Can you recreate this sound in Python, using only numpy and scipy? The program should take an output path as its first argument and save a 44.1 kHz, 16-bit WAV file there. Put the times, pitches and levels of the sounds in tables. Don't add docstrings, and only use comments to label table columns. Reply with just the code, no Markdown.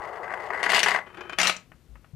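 import sys
import numpy as np
from scipy import signal
from scipy.fft import rfft, irfft, next_fast_len
from scipy.io import wavfile
from scipy.ndimage import uniform_filter1d, minimum_filter1d

SR = 44100
rng = np.random.default_rng(int(sys.argv[2]) if len(sys.argv) > 2 else 0)


def inscribe(sig):
    pcm = np.round(np.clip(np.atleast_2d(sig).T, -1, 1) * 32767)
    wavfile.write(sys.argv[1], SR, pcm.astype(np.int16))


N = 94815
T = np.arange(N) / SR
SIZE = next_fast_len(N + SR, real=True)
HZ = np.arange(SIZE // 2 + 1) * SR / SIZE

# (frequency [Hz], gain [dB])
ROOM_TONE_EQ = [(22, -34), (42, -6.5), (160, -9), (800, -28.5), (15000, -43.5)]
# (time [s], level [dB], pitch [Hz], length [s])
THUMPS = [(1.883, -45, 56.1, 0.15), (2.133, -36, 128, 0.031)]
# (time [s], level [dB])
TICKS = [(1.718, -48), (1.956, -50.5), (2.045, -53)]
CLINKS = [(1.565, -39.5)]
# (time [s], level [dB])
CHUTE_ROLL = [(1.059, -50), (1.15, -53.5), (1.18, -44), (1.335, -47), (1.35, -72.5)]
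TRACK_ROLL = [(1.376, -46.5), (1.419, -42.5), (1.443, -27.5), (1.56, -61.5)]
CHUTE_BUMPS = [(1.078, -53), (1.146, -44.5), (1.172, -41.5), (1.2085, -36), (1.296, -32.5), (1.325, -39.5),
               (1.332, -32.5)]
# (time [s], body level [dB], rattle level [dB])
FUNNEL_ROLL = [(0.0, -42.5, -58), (0.188, -47, -61), (0.298, -34, -55.5), (0.494, -48.5, -59),
               (0.508, -31.5, -53.5), (0.6, -31, -47), (0.625, -30, -52), (0.635, -20, -26),
               (0.678, -33, -43), (0.706, -26, -29), (0.765, -24.5, -27), (0.815, -35, -41),
               (0.855, -42, -42), (0.892, -28.5, -32), (0.936, -30.5, -40.5), (0.972, -32, -50.5),
               (0.989, -32, -48)]
FUNNEL_KNOCKS = [(0.3382, -27.5, -45), (0.504, -26, -47.5), (0.63, -22.5, -31.5), (0.665, -20, -41.5),
                 (0.693, -22.5, -31), (0.7322, -19.5, -41), (0.7464, -16, -14.5), (0.767, -20, -18.5),
                 (0.78, -20, -38), (0.792, -30, -19), (0.8023, -27, -25.5), (0.8613, -11.5, -20.5),
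                 (0.884, -20.5, -26.5), (0.916, -21, -34), (0.9474, -19.5, -35.5), (0.9607, -24, -36)]
# (time [s], body level [dB], crack level [dB], clack pitch [Hz])
BOUNCES = [(0.831, -18.5, -13, 1570), (0.837, -42, -23, 2720), (1.3861, -10.5, -11, 1620),
           (1.399, -23.5, -19, 1970), (1.4141, -25.5, -21, 5580), (1.4311, -11.5, -8.5, 2730),
           (1.456, -22, -33, 5740), (1.4708, -28.5, -13.5, 4030), (1.478, -21, -21.5, 7280),
           (1.496, -20, -24.5, 2180)]
# (frequency [Hz], gain [dB])
TICK_EQ = [(120, -1.5), (1400, 8), (2700, 2), (4200, -28), (15000, -29)]
CLINK_EQ = [(4500, -2), (7000, 5), (12000, -29)]
CHUTE_EQ = [(220, -20), (620, -5), (1600, 4.5), (4300, -10.5), (13000, -35)]
TRACK_EQ = [(60, -19), (175, -5.5), (280, -3), (620, 8.5), (2600, 12), (3500, 0.5), (15000, -36.5)]
RUMBLE_EQ = [(200, -41.5), (370, 7), (800, 10.5), (1300, 5), (2400, -40)]
FUNNEL_EQ = [(60, -26.5), (280, -13), (420, -8), (530, -9.5), (700, 1), (1100, -3), (2000, 6),
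             (2350, -12.5), (3000, -22), (15000, -73)]
RATTLE_EQ = [(600, -30.5), (2000, -1), (2850, 8.5), (4500, -1.5), (4950, -3), (8200, -11), (15000, -28)]
CRACK_EQ = [(500, -19.5), (2000, 7), (5800, 1.5), (8500, -7.5), (12500, -18.5), (15000, -29.5)]
# (frequency [Hz], resonance height [dB])
CHUTE_MODES = [(371, 24), (1150, 2.3), (1620, 2.3), (2480, 15), (3070, 7)]
TRACK_MODES = [(184, 18), (636, 8.1), (1276, 8.4), (2558, 5.3), (2743, 4.3), (3060, 9.1)]
FUNNEL_MODES = [(184, 15.5), (421, 9), (636, 12), (977, 14), (1046, 12), (1116, 17), (2020, 8.5)]
# (frequency [Hz], left minus right [dB])
BALANCE = [(60, 16.5), (600, 10), (13000, 13.5)]

RING_T60_S, TREBLE_T60_S = 0.23, 0.2
SCATTER_DB, SCATTER_T60_S = 2.5, 0.036
HOP_S, HOP_SPREAD, HOP_SPREAD_DB = .0052, .22, 12
GRIT_PER_S, GRIT_DB = 2800, -6
BLOW_S = 0.007


def from_db(db):
    return 10 ** (np.asarray(db) / 20)


def unit(x):
    return x / np.sqrt(np.sum(x ** 2) + 1e-20)


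def envelope(times, db):
    return from_db(np.interp(T, times, db, left=-120, right=-120))


def eq_curve(points):
    hz, db = np.transpose(points)
    return from_db(np.interp(np.log(HZ + 1), np.log(hz), db))


def colour(points):
    cepstrum = irfft(np.log(eq_curve(points)), SIZE)
    cepstrum[1:SIZE // 2] *= 2
    cepstrum[SIZE // 2 + 1:] = 0
    return np.exp(rfft(cepstrum))


def coloured_noise(points):
    return irfft(rfft(rng.standard_normal(SIZE)) * eq_curve(points), SIZE)[:N]


def resonance(hz, width_hz):
    return 1j * HZ * width_hz / (hz ** 2 - HZ ** 2 + 1j * HZ * width_hz)


def crossover(low, high, split_hz=3080):
    treble = 1 / (1 + (split_hz / (HZ + 1)) ** 4)
    return np.sqrt(1 - treble) * low + np.sqrt(treble) * high


def reflections(t60):
    onset = 1 - np.exp(-(T / .0005) ** 2)
    return rfft(unit(rng.standard_normal(N) * onset * from_db(-60 * T / t60)), SIZE)


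def room_tone(db=-59.5):
    return from_db(db) * np.sqrt(N) * unit(coloured_noise(ROOM_TONE_EQ))


def room_tail(db=-4, treble_db=-2.5):
    return from_db(db) * crossover(reflections(t60=.23), from_db(treble_db) * reflections(TREBLE_T60_S))


def handling(roughness=0.23):
    bass_band = signal.butter(2, [40, 190], "band", fs=SR, output="sos")
    rub = unit(signal.sosfilt(bass_band, rng.standard_normal(N))) * np.sqrt(N)
    out = 0
    for start, db, hz, length in THUMPS:
        age = np.maximum(T - start, 0)
        swell = 4 * age / length * np.exp(1 - 4 * age / length)
        out = out + from_db(db) * swell * (np.sin(2 * np.pi * hz * age) + roughness * rub)
    return out


def scatter(count=38, spacing_hz=414):
    pitches = (np.arange(count) + rng.random(count)) * spacing_hz
    strengths = rng.standard_normal(count)
    age = T[:SR // 8]
    partials = strengths @ np.sin(2 * np.pi * np.outer(pitches, age))
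    clack = unit(partials * from_db(-60 * age / SCATTER_T60_S))
    return crossover(reflections(SCATTER_T60_S), rfft(clack, SIZE))


def tower_spots(modes, count=7, direct_hz=2780):
    decay = from_db(-60 * T / RING_T60_S)
    ring = sum(from_db(db) * np.cos(2 * np.pi * hz * T) for hz, db in modes) * 2 * decay / decay.sum()
    direct = 1 / (1 + 1j * HZ / direct_hz) ** 2
    shared = direct + rfft(ring, SIZE) + room_tail()
    return [shared + from_db(SCATTER_DB) * scatter() for _ in range(count)]


def excite(forces, tone, spots):
    spectrum = 0
    for force, spot in zip(forces, spots):
        response = tone * spot
        spectrum = spectrum + rfft(force, SIZE) * response / np.sqrt(np.mean(abs(response) ** 2))
    return irfft(spectrum, SIZE)[:N] * np.sqrt(BLOW_S * SR)


def blows(times, db, count=7):
    forces = np.zeros((count, N))
    samples = np.clip((times * SR).astype(int), 0, N - 1)
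    forces[np.arange(len(times)) % count, samples] = from_db(db)
    return forces


def rolling(hop_count=700):
    timing, weight = rng.standard_normal((hop_count, 2)).T
    times = np.cumsum(HOP_S * np.exp(HOP_SPREAD * timing))
    inside = times < T[-1]
    hops = blows(times[inside], HOP_SPREAD_DB * np.minimum(weight[inside], 1))
    grit = rng.standard_normal(hops.shape) * (rng.random(hops.shape) < GRIT_PER_S / SR / len(hops))
    return unit(unit(hops) + from_db(GRIT_DB) * unit(grit)) * np.sqrt(T[-1] / BLOW_S)


def taps(cues, eq, spots):
    return excite(blows(*np.transpose(cues)), colour(eq), spots)


def chute(spots, dull_hz=1300):
    hollow = colour(CHUTE_EQ)
    for hz, db in CHUTE_MODES:
        hollow = hollow * (1 + from_db(db) * resonance(hz, width_hz=47))
    roll = rolling() * envelope(*np.transpose(CHUTE_ROLL))
    bumps = blows(*np.transpose(CHUTE_BUMPS))
    return excite(roll, hollow / (1 + 1j * HZ / dull_hz), spots) + excite(bumps, hollow, spots)


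def track_skitter(spots):
    return excite(rolling() * envelope(*np.transpose(TRACK_ROLL)), colour(TRACK_EQ), spots)


def orbit_rumble(db=-39, orbits_per_s=4.9, echo_s=0.00558, swing=0.27):
    noise = coloured_noise(RUMBLE_EQ)
    lag = echo_s * (1 + swing * np.sin(2 * np.pi * orbits_per_s * T))
    flanged = unit(noise + .5 * np.interp(T - lag, T, noise)) * np.sqrt(N)
    since_leaving = np.maximum(T - FUNNEL_ROLL[-1][0], 0)
    return flanged * from_db(db - 60 * since_leaving / RING_T60_S)


def funnel(spots):
    roll_times, roll_body_db, roll_rattle_db = np.transpose(FUNNEL_ROLL)
    knock_times, knock_body_db, knock_rattle_db = np.transpose(FUNNEL_KNOCKS)
    roll = rolling()
    body = roll * envelope(roll_times, roll_body_db) + blows(knock_times, knock_body_db)
    rattle = roll * envelope(roll_times, roll_rattle_db) + blows(knock_times, knock_rattle_db)
    return excite(body, colour(FUNNEL_EQ), spots) + excite(rattle, colour(RATTLE_EQ), spots)


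def bounces(spots, clack_db=8):
    times, body_db, crack_db, pitches = np.transpose(BOUNCES)
    out = excite(blows(times, body_db), colour(TRACK_EQ), spots)
    crack = colour(CRACK_EQ)
    for k, force in enumerate(blows(times, crack_db, count=len(times))):
        clack = crack * (1 + from_db(clack_db) * resonance(pitches[k], width_hz=250))
        out = out + excite([force], clack, [spots[k % len(spots)]])
    return out


def stereo(mono, diffuse_db=1, diffuse_hz=5860):
    mid, lean = rfft(mono, SIZE), eq_curve(BALANCE)
    diffuse = from_db(diffuse_db) * HZ ** 2 / (HZ ** 2 + diffuse_hz ** 2)
    right = (1 + diffuse * reflections(TREBLE_T60_S)) / np.sqrt(1 + diffuse ** 2)
    return irfft(np.array([lean, right]) * 2 * mid / (1 + lean), SIZE)[:, :N]


def scene():
    wall, track = tower_spots(FUNNEL_MODES), tower_spots(TRACK_MODES)
    marble = orbit_rumble() + funnel(wall) + chute(track) + track_skitter(track) + bounces(track)
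    clink = taps(CLINKS, CLINK_EQ, track)
    ticks = taps(TICKS, TICK_EQ, track)
    return stereo(marble + clink + ticks + handling() + room_tone())


def record(dry, limit_db=-6, release_db_per_s=699, stopband_hz=15800):
    peak_db = 20 * np.log10(abs(dry).max(axis=0) + 1e-9)
    over_db = np.maximum(peak_db - limit_db, 0)
    reduction_db = np.maximum.accumulate(over_db + release_db_per_s * T) - release_db_per_s * T
    gain_db = uniform_filter1d(minimum_filter1d(-reduction_db, size=33), size=33)
    high_cut = signal.cheby2(12, 60, stopband_hz, fs=SR, output="sos")
    return signal.sosfilt(high_cut, dry * from_db(gain_db))


dry = scene()
out = record(dry)
inscribe(out)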